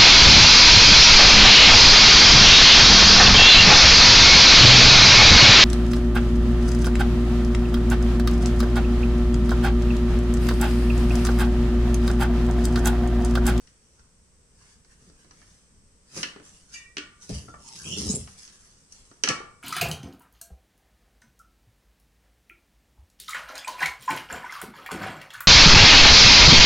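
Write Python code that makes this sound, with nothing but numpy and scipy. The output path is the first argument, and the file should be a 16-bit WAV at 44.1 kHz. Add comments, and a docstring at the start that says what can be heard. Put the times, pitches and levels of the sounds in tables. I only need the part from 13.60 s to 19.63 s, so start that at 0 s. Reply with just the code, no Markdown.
"""A small room: a bicycle tyre is worked by hand on a carbon wheel.
The bead creaks and scrapes by stick-slip, then snaps over the hollow rim; jolted spokes ping.
The wheel bumps down on the floor, tyre and rim booming as one body. Rubber slides along the rim
in one long juddering rub, and the loose tyre slaps the rim twice. Bare walls answer."""
import sys
import numpy as np
from scipy import signal
from scipy.fft import rfft, irfft, next_fast_len
from scipy.io import wavfile
from scipy.ndimage import uniform_filter1d, map_coordinates

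SR = 44100
rng = np.random.default_rng(int(sys.argv[2]) if len(sys.argv) > 2 else 0)


def output_pcm(signal):
    """Save a mono or channel-first signal as 16-bit PCM at the path in sys.argv[1].

    Samples are clipped to [-1, 1] before scaling.
    """
    pcm = np.clip(np.atleast_2d(signal).T, -1, 1) * 32767
    wavfile.write(sys.argv[1], SR, np.round(pcm).astype(np.int16))


N = 265746

# left-right likeness of a diffuse sound: freq_hz, correlation
STEREO_LIKENESS = [(60, 0.88), (200, 0.87), (400, 0.66), (800, 0.5), (1400, 0.0023), (10000, 0.0135)]
# room noise spectrum: freq_hz, density_db
AIR_SPECTRUM = [(25, -1.5), (55, 1.5), (125, -6.5), (200, -7.5), (320, -18), (460, -14), (700, -25.5),
                (1100, -23), (2200, -26.5), (4000, -30), (5800, -21), (7000, -25.5), (8200, -15.5),
                (10000, -32), (12000, -42.5), (15500, -53)]
# short rubs: full_pressure_s, attack_s, hold_s, release_s, hiss_db, shudder_db, palm_share
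STROKES = [(0, 0.046, 0.022, 0.26, -66.5, -76, 0.3), (0.26, 0.25, 0.17, 0.17, -74, -67.5, 0.45),
           (1.02, 0.11, 0.11, 0.095, -62.5, -80, 0.74), (1.314, 0.043, 0.012, 0.062, -63.5, -69, 0.9),
           (1.424, .1, 0.068, 0.038, -67, -55, 0.56), (1.604, 0.14, 0.026, 0.046, -65.5, -63, 1),
           (1.78, 0.2, .15, 0.3, -64.5, -62, 0.65), (2.577, 0.062, 0.011, 0.09, -38, -39.5, 0.67),
           (2.862, 0.067, 0.0078, 0.084, -55.5, -77, 0.45), (2.935, 0.066, 0.032, 0.53, -62, -63, 0.1),
           (3.135, 0.034, 0.016, 0.074, -48, -64, 0.35), (3.629, 0.041, 0.023, 0.06, -51.5, -58, 0.08),
           (3.694, 0.012, 0.068, 0.11, -45.5, -49, 0.11), (4.807, 0.22, 0.04, 0.12, -53, -79, 0.19),
           (4.938, 0.12, 0.098, 0.53, -61.5, -71, 0.3), (5.33, 0.024, .02, 0.35, -60.5, -79, 0.18)]
# long drag of the tyre along the rim: time_s, hiss_db, shudder_db
DRAG = [(3.82, -81, -47), (3.99, -62.5, -55.5), (4.09, -52, -53.5), (4.22, -47, -49), (4.29, -42.5, -34),
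        (4.35, -46, -38), (4.39, -39, -34), (4.51, -39.5, -27.5), (4.61, -55, -39.5), (4.72, -65, -86)]
# spectra of bead on rim, palm on casing and shaken wheel: freq_hz, density_db
BEAD_SPECTRUM = [(200, -37), (800, -14.5), (1700, -14.5), (2200, -13), (3000, -6.5), (3900, -7.5),
                 (5000, 0), (6100, 3), (7300, -3), (8800, -4.5), (10800, -7.5), (12000, -33.5),
                 (14800, -35), (16000, -48)]
PALM_SPECTRUM = [(300, -27.5), (1000, -4.5), (1650, 1), (2100, -4.5), (2700, -4), (3900, -8), (5900, 1),
                 (7300, -6), (9800, -7), (12000, -27), (16000, -31)]
SHUDDER_SPECTRUM = [(25, -63), (55, -14.5), (70, 10), (100, -5.5), (140, -1.5), (200, 0.5), (260, -9.5),
                    (420, -9.5), (540, -19.5), (650, -22.5), (1000, -33.5), (2500, -63.5), (8000, -49)]
# bead hits on the rim: start_s, clack_db, thud_db, crack_db, tilt_db_per_octave
SNAPS = [(0.072, -55.5, -66, -53, 0), (0.393, -60.5, -77, -59, -8.5), (1.247, -63, -70, -57.5, -9),
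         (1.498, -70, -54, -56.5, -14.5), (1.645, -59, -56, -60, -9.5), (1.709, -51.5, -57, -49.5, -9),
         (1.815, -56, -59, -58, -10), (2.564, -51, -40, -47, -5), (2.573, -54, -35, -35, -1),
         (2.63, -25, -39, -28, 4.5), (2.6324, -25, -43.5, -55, 1), (2.761, -47, -41, -57, -12),
         (2.798, -51, -45, -59, -9.5), (3.368, -29, -40.5, -36, 1), (3.381, -30, -39, -35, 5.5),
         (3.693, -60, -33, -40.5, -1), (3.702, -53, -37, -56, -14), (3.884, -43, -45.5, -76, -19.5),
         (3.939, -42, -56, -78, -17.5), (4.674, -46, -60, -52, -8.5), (4.877, -52.5, -60, -46, -1),
         (5.323, -56.5, -83, -42, 14.5), (5.513, -51.5, -51.5, -56.5, -13),
         (5.6363, -20.5, -34, -16.5, 1.5), (5.6743, -23.5, -39, -30, -8), (5.687, -21, -29, -18, 7.5),
         (5.696, -29, -35, -56, -4), (5.707, -29.5, -37, -60, -12), (5.803, -38, -40.5, -63, -18)]
# spectra of rim clack, casing thud and edge crack: freq_hz, density_db
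CLACK_SPECTRUM = [(300, -43), (900, -15.5), (1300, -7), (1550, -9), (1750, -4), (2100, -8.5), (2650, -5),
                  (3050, -3), (3500, -13.5), (5000, -13.5), (9000, -45), (14000, -100)]
THUD_SPECTRUM = [(40, -33), (70, -41), (120, -8), (200, -2.5), (320, 1), (500, -5.5), (750, -14),
                 (1200, -32.5), (3000, -54), (8000, -100)]
CRACK_SPECTRUM = [(1500, -22), (3400, -22), (4100, -0.5), (4500, 3), (5100, 0.5), (5800, 9.5), (6600, -1.5),
                  (7400, -7.5), (8400, -9.5), (10500, -20), (12000, -54), (15500, -75)]
# squeals of sliding rubber: peak_s, length_s, start_hz, end_hz, level_db
SQUEALS = [(0.394, .045, 1340, 1517, -64.5), (1.083, 0.2, 1626, 1722, -71.5),
           (2.58, 0.045, 5930, 6400, -43), (2.598, 0.042, 1790, 1876, -54), (4.098, 0.12, 934, 867, -52),
           (4.217, 0.089, 1420, 1755, -55), (4.285, 0.1, 2716, 3080, -42), (4.349, 0.13, 2988, 3190, -35.5),
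           (4.327, 0.087, 6000, 6400, -38), (4.395, .06, 5430, 5780, -35.5),
           (4.47, 0.037, 8600, 9200, -40.5), (4.509, 0.062, 5600, 8100, -28.5),
           (4.559, 0.025, 8220, 8730, -27)]
# spoke jolts, wheel bumps, finger flicks: start_s, level_db, centre_hz, spread_octaves, longest_t60_s
PINGS = [(1.816, -48, 1700, 0.087, 0.16), (2.632, -42, 1640, 0.29, 0.39), (3.371, -46.5, 2100, 0.49, 0.92),
         (3.376, -58.5, 1176, .05, 1), (3.381, -51, 1457, 0.045, 0.94), (3.881, -40, 1368, 0.029, 0.45),
         (3.937, -42.5, 1380, 0.41, 0.3), (5.638, -44, 2500, 0.26, .6), (5.675, -32, 1250, 0.16, 0.35),
         (5.688, -30.5, 1770, 0.11, 0.59), (5.688, -38.5, 2270, 0.14, 0.83),
         (5.695, -29.5, 1280, 0.27, 0.7)]
BUMPS = [(2.57, -46.5, 247, 0.56, 1), (3.372, -42.5, 344, 0.2, 0.46), (3.693, -35.5, 460, 0.6, 0.28),
         (3.697, -30, 142.5, 0.51, 0.54), (3.722, -27.5, 67, 0.36, 0.35), (4.365, -32, 300, 0.65, 0.32),
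         (4.385, -28.5, 205, 0.14, .25), (4.432, -35.5, 322, 0.29, 0.43), (4.47, -35, 90, .5, .25),
         (4.492, -30, 430, 0.13, 0.21), (4.497, -18.5, 214, 0.11, 0.17), (4.552, -37.5, 480, 0.54, 0.37),
         (4.568, -29.5, 214, 0.11, 0.17), (4.595, -33.5, 72, 0.79, 0.25), (5.637, -30.5, 390, 0.47, 0.21),
         (5.693, -22, 285, 0.14, 0.096), (5.695, -26.5, 532, 0.29, 0.18), (5.697, -32.5, 141, 0.26, 0.2),
         (5.803, -37, 180, .4, 0.082)]
FLICKS = [(3.139, -37.5, 4600, 1.12, 1), (3.157, -43.5, 3680, 1.8, 0.91), (3.198, -49, 2220, 0.42, 1)]
# modes of the laced wheel and of one spoke with its neighbours: pitch_hz, level_db, t60_share
SPOKE_MODES = [(910, -10, .25), (1110, 0, .4), (1147, -4, .7), (1184, -3, 1), (1320, 4, .42),
               (1367, -4, .55), (1400, -9, .8), (1464, -14, 1), (1702, 1, .25), (1765, -2, .38),
               (1830, -5, .62), (1884, -7, .6), (1912, -5, .55), (2202, -3, .58), (2270, -3, .55),
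               (2283, -2, .68), (2330, -6, .5), (2541, -7, .45), (2724, -4, .42), (2837, -1, .42),
               (2930, -5, .38), (3176, -4, .28)]
FLICK_MODES = [(1110, -15, .6), (1190, -16, 1), (1660, -16, .35), (1830, -12, .4), (1884, -4, .7),
               (1916, -7, .55), (2270, -9, .35), (2335, -5, .4), (2363, -4, .45), (2697, -9, .35),
               (2907, -8, .25), (3612, -8, .28), (4660, -5, .16), (4850, -3, .2), (6040, -1, .15),
               (6616, -1, .13), (7300, -9, .09)]
# modes of tyre and wheel as one body and of the hollow rim: pitch_hz, level_db
BODY_MODES = [(66, -3), (78, -5), (98, -6), (120, -4), (152, -4), (199, 0), (222, -5), (300, -3), (371, -8),
              (421, -3), (511, -8), (636, -10)]
RIM_MODES = [(1320, -3), (1702, -1), (1765, -2), (2094, -4), (2516, 0), (2605, 0), (2705, -1), (2830, 0),
             (2993, 0), (3182, -3), (4450, -5), (5730, -2), (5977, -3)]
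# room decay: freq_hz, t60_s
ROOM_DECAY = [(80, 0.68), (300, 0.36), (1000, 0.61), (2300, 0.38), (3800, 0.37), (6000, 0.28),
              (12000, 0.36)]


def amp(db):
    return 10 ** (np.asarray(db) / 20)


def unit_rms(x):
    return x / np.sqrt(np.mean(x ** 2) + 1e-20)


def lookup(table, hz):
    """Interpolate on a log frequency axis."""
    freq_hz, values = np.transpose(table)
    return np.interp(np.log(hz + 1), np.log(freq_hz + 1), values)


def fade(t, t60_s):
    return np.exp(-np.log(1000) * t / t60_s)


def add(track, start_s, sound):
    part = track[:, round(start_s * SR):][:, :sound.shape[1]]
    part += sound[:, :part.shape[1]]


def filtered(x, response):
    """Zero-phase filter with gain response(hz)."""
    size = next_fast_len(x.shape[-1] + 4096)
    return irfft(rfft(x, size) * response(np.fft.rfftfreq(size, 1 / SR)), size)[..., :x.shape[-1]]


def coloured(x, spectrum, size=4096):
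    """Minimum-phase filter with the given spectrum."""
    gain = amp(lookup(spectrum, np.fft.rfftfreq(size, 1 / SR)))
    cepstrum = irfft(np.log(gain))
    cepstrum[1:size // 2] *= 2
    cepstrum[size // 2 + 1:] = 0
    impulse = irfft(np.exp(rfft(cepstrum)))
    return signal.fftconvolve(x, impulse[None], axes=1)[:, :x.shape[1]]


def diffuse(pair):
    """Mix two unrelated signals to stereo, alike in the bass only."""
    angle = lambda hz: np.arccos(lookup(STEREO_LIKENESS, hz)) / 2
    mid, side = filtered(pair, lambda hz: np.array([np.cos(angle(hz)), np.sin(angle(hz))]))
    return np.array([mid + side, mid - side])


def wobble(rate_hz):
    """Smooth random curve."""
    knots = rng.standard_normal(int(N * rate_hz / SR) + 4)
    return map_coordinates(knots, [np.arange(N) * rate_hz / SR])


def background(rumble_db=-1, swing_db=2):
    """Wavering room rumble under a thin steady hiss."""
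    air = amp(-58.5) * unit_rms(coloured(diffuse(rng.standard_normal((2, N))), AIR_SPECTRUM))
    rumble = filtered(air, lambda hz: 1 / (1 + (hz / 250) ** 4))
    hiss = air - rumble
    return hiss + rumble * amp(rumble_db + swing_db * wobble(29))


def friction():
    """Envelopes of bead hiss, palm swish and wheel shudder, driven by the drag and the strokes."""
    t = np.arange(N) / SR
    drag_s, *drag_db = np.transpose(DRAG)
    bead, shake = amp([np.interp(t, drag_s, db, left=-120, right=-120) for db in drag_db])
    palm = np.zeros(N)
    for full_s, attack_s, hold_s, release_s, hiss_db, shudder_db, palm_share in STROKES:
        decades_down = np.maximum((full_s - t) / attack_s, (t - full_s - hold_s) / release_s)
        pressure = 10 ** -np.clip(decades_down, 0, 10)
        bead += pressure * amp(hiss_db) * np.sqrt(1 - palm_share)
        palm += pressure * amp(hiss_db) * np.sqrt(palm_share)
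        shake += pressure * amp(shudder_db)
    return bead, palm, shake


def judder(rate_hz=124.8, wander=0.25):
    """Running count of stick-slip cycles: rubber catches and lets go unevenly."""
    return np.cumsum(rate_hz * np.exp(wander * wobble(45))) / SR


def slips(rate_hz, scatter_db):
    """Tiny releases of uneven size at random moments."""
    sizes = rng.standard_normal((2, N)) * amp(scatter_db * rng.standard_normal(N))
    return diffuse(sizes * (rng.random(N) < rate_hz / SR))


def patchy(x, depth_db, size=512):
    """The contact patch keeps changing: brief resonances come and go."""
    frames = signal.stft(x, nperseg=size)[2]
    field = uniform_filter1d(rng.standard_normal(frames.shape[1:]), size=4, axis=0)
    field = uniform_filter1d(field, size=9, axis=1)
    return signal.istft(frames * amp(depth_db * unit_rms(field)), nperseg=size)[1][:, :N]


def rub(envelope, spectrum, grain_db, gain_db=3.5):
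    """Fine slips hiss along rim or casing."""
    hiss = coloured(slips(rate_hz=15000, scatter_db=0.5), spectrum)
    hiss = patchy(hiss, depth_db=4.5, size=768)
    return unit_rms(hiss) * envelope * amp(gain_db + grain_db * wobble(70))


def rasp(cycles, depth=0.27):
    """Rubbing is loudest just after each release."""
    return unit_rms(1 + depth * np.sin(2 * np.pi * cycles))


def shudder(envelope, cycles, gain_db=-5, scatter_db=4, stray_db=-5):
    """Each release kicks the wheel; stray coarse slips fall between."""
    kicks = np.diff(np.floor(cycles), prepend=0) * amp(scatter_db * rng.standard_normal(N))
    drive = unit_rms(kicks) + amp(stray_db) * unit_rms(slips(rate_hz=730, scatter_db=2.5))
    return unit_rms(coloured(drive, SHUDDER_SPECTRUM)) * envelope * amp(gain_db)


def blow(spectrum, tilt_db_per_octave, rise_s, lag_ms, hit_t60_s, body_t60_s, body_db, size=6144):
    """One contact: a brief burst and a dense damped ring; rms 1 if packed into 5 ms."""
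    t = np.arange(size) / SR
    envelope = (fade(t, hit_t60_s) + amp(body_db) * fade(t, body_t60_s)) * (1 - np.exp(-t / rise_s))
    burst = diffuse(rng.standard_normal((2, size))) * envelope
    burst[0] = np.interp(t - lag_ms / 1000, t, burst[0], left=0)
    tilted = [(hz, db + tilt_db_per_octave * np.log2(hz / 1000)) for hz, db in spectrum]
    return unit_rms(coloured(burst, tilted, size=2048)) * np.sqrt(.005 * SR / size)


def snaps(hard_rise_s=0.0006):
    """The bead lets go and strikes: rim clacks, casing thuds, edge cracks."""
    out = np.zeros((2, N))
    for start_s, clack_db, thud_db, crack_db, tilt in SNAPS:
        rise_s = hard_rise_s * amp(-.18 * (max(clack_db, crack_db) + 19))  # light hits land softly
        clack = blow(CLACK_SPECTRUM, tilt, rise_s,
                     lag_ms=.24, hit_t60_s=.02, body_t60_s=.08, body_db=-5)
        thud = blow(THUD_SPECTRUM, 0, hard_rise_s,
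                    lag_ms=.025, hit_t60_s=.014, body_t60_s=.11, body_db=-3.5)
        crack = blow(CRACK_SPECTRUM, tilt, rise_s / 2,
                     lag_ms=.1, hit_t60_s=.009, body_t60_s=.08, body_db=-13)
        add(out, start_s, amp(clack_db) * clack + amp(thud_db) * thud + amp(crack_db) * crack)
    return out


def squeals(relative_width=.17, arch_power=.99):
    """Slips fall nearly into step: the rub narrows to a hoarse gliding band."""
    out = np.zeros((2, N))
    for peak_s, length_s, start_hz, end_hz, level_db in SQUEALS:
        progress = np.linspace(0, 1, int(length_s * SR))
        pitch_hz = start_hz + (end_hz - start_hz) * progress
        phase = 2 * np.pi * np.cumsum(pitch_hz) / SR
        # faster slipping stays in step for fewer cycles
        width_hz = 2 * relative_width * pitch_hz * (pitch_hz / 5000) ** .3
        position = np.cumsum(width_hz) / SR
        stray = lambda: map_coordinates(rng.standard_normal(2048), [position], mode="wrap")
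        band = np.array([stray() * np.sin(phase) + stray() * np.cos(phase) for _ in range(2)])
        band = patchy(band, depth_db=5)[:, :len(phase)]
        arch = np.abs(np.sin(np.pi * progress)) ** arch_power
        add(out, peak_s - length_s / 2, unit_rms(band) * amp(level_db) * arch)
    return out


def rings(jolts, modes, rise_s, vary_db, waver_rad, stereo_rad, beating=0):
    """Each jolt rings the modes near its centre most; they waver as the wheel is handled."""
    out = np.zeros((2, N))
    hz, mode_db, t60_share = np.transpose(modes)
    knots_s = np.arange(40) / 40
    for start_s, level_db, centre_hz, spread_octaves, t60_s in jolts:
        t = np.arange(int(.75 * t60_s * SR)) / SR
        gain = amp(mode_db + vary_db * rng.standard_normal((2, len(hz))))
        gain /= 1 + (np.log2(hz / centre_hz) / spread_octaves) ** 4
        gain /= np.linalg.norm(gain) / 2
        offset = np.pi * rng.standard_normal(len(hz)) + stereo_rad * rng.standard_normal((2, len(hz)))
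        walks = rng.standard_normal((len(hz), len(knots_s))).cumsum(1)
        drift = np.array([np.interp(t, knots_s, walk) for walk in walks])
        phase = 2 * np.pi * hz[:, None] * t + waver_rad * drift
        decay = fade(t, t60_s * t60_share[:, None])
        decay *= 1 + beating * np.sin(2 * drift)  # stands for close modes beating
        sound = np.einsum("cm,mt,cmt->ct", gain, decay, np.sin(phase + offset[:, :, None]))
        add(out, start_s, amp(level_db) * sound * (1 - np.exp(-t / rise_s)))
    return out


def spoke_pings():
    """Jolted spokes ping in clusters of close notes; the tightest sing longest."""
    return rings(PINGS, SPOKE_MODES, rise_s=.0029, vary_db=1.5, waver_rad=.45,
                 stereo_rad=.9, beating=.55)


def damped(modes, exponent):
    """Append t60_share: higher modes die sooner."""
    return [(hz, db, (modes[0][0] / hz) ** exponent) for hz, db in modes]


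def bumps():
    """Tyre and rim boom together when the wheel meets the floor or the rubber catches."""
    modes = damped(BODY_MODES, exponent=.41)
    return rings(BUMPS, modes, rise_s=.0044, vary_db=1, waver_rad=.56, stereo_rad=.058)


def rim_ring(hard_db=-38, ring_db=-10, centre_hz=2700, spread_octaves=1.2, t60_s=.22):
    """Each hard clack leaves a short ring in the rim wall."""
    jolts = [(start_s, clack_db + ring_db, centre_hz, spread_octaves, t60_s)
             for start_s, clack_db, *_ in SNAPS if clack_db > hard_db]
    modes = damped(RIM_MODES, exponent=1)
    return rings(jolts, modes, rise_s=.0013, vary_db=2.5, waver_rad=.063, stereo_rad=.45)


def spoke_flicks():
    """A finger chatters off one spoke: a bright, rough, short ting."""
    return rings(FLICKS, FLICK_MODES, rise_s=.004, vary_db=1.5, waver_rad=1.5,
                 stereo_rad=.7, beating=.8)


def room(x, delay_s=0.0049):
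    """Bare walls answer, each frequency dying at its own rate."""
    noise = diffuse(rng.standard_normal((2, int(.75 * SR))))
    hz, t, frames = signal.stft(noise, SR, nperseg=256)
    tail = signal.istft(frames * fade(t, lookup(ROOM_DECAY, hz)[:, None]), SR, nperseg=256)[1]
    tail *= np.clip(np.arange(tail.shape[1]) / SR / delay_s - 1, 0, 1)
    return signal.fftconvolve(x, tail / np.linalg.norm(tail[0]), axes=1)[:, :N]


def scene():
    """Close sources; the room answers sharp contacts most."""
    bead, palm, shake = friction()
    cycles = judder()
    contacts = snaps() + rim_ring()
    sliding = (rub(bead, BEAD_SPECTRUM, grain_db=2) + squeals()) * rasp(cycles)
    sliding += rub(palm, PALM_SPECTRUM, grain_db=.3)
    ringing = spoke_pings() + spoke_flicks() + bumps() + shudder(shake, cycles)
    walls = room(amp(-6.5) * contacts + amp(-7) * sliding + amp(-14) * ringing)
    return contacts + sliding + ringing + walls + background()


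def record(dry, cutoff_hz=15650):
    """Brick-wall low-pass."""
    return filtered(dry, lambda hz: hz < cutoff_hz)


dry = scene()
out = record(dry)
output_pcm(out)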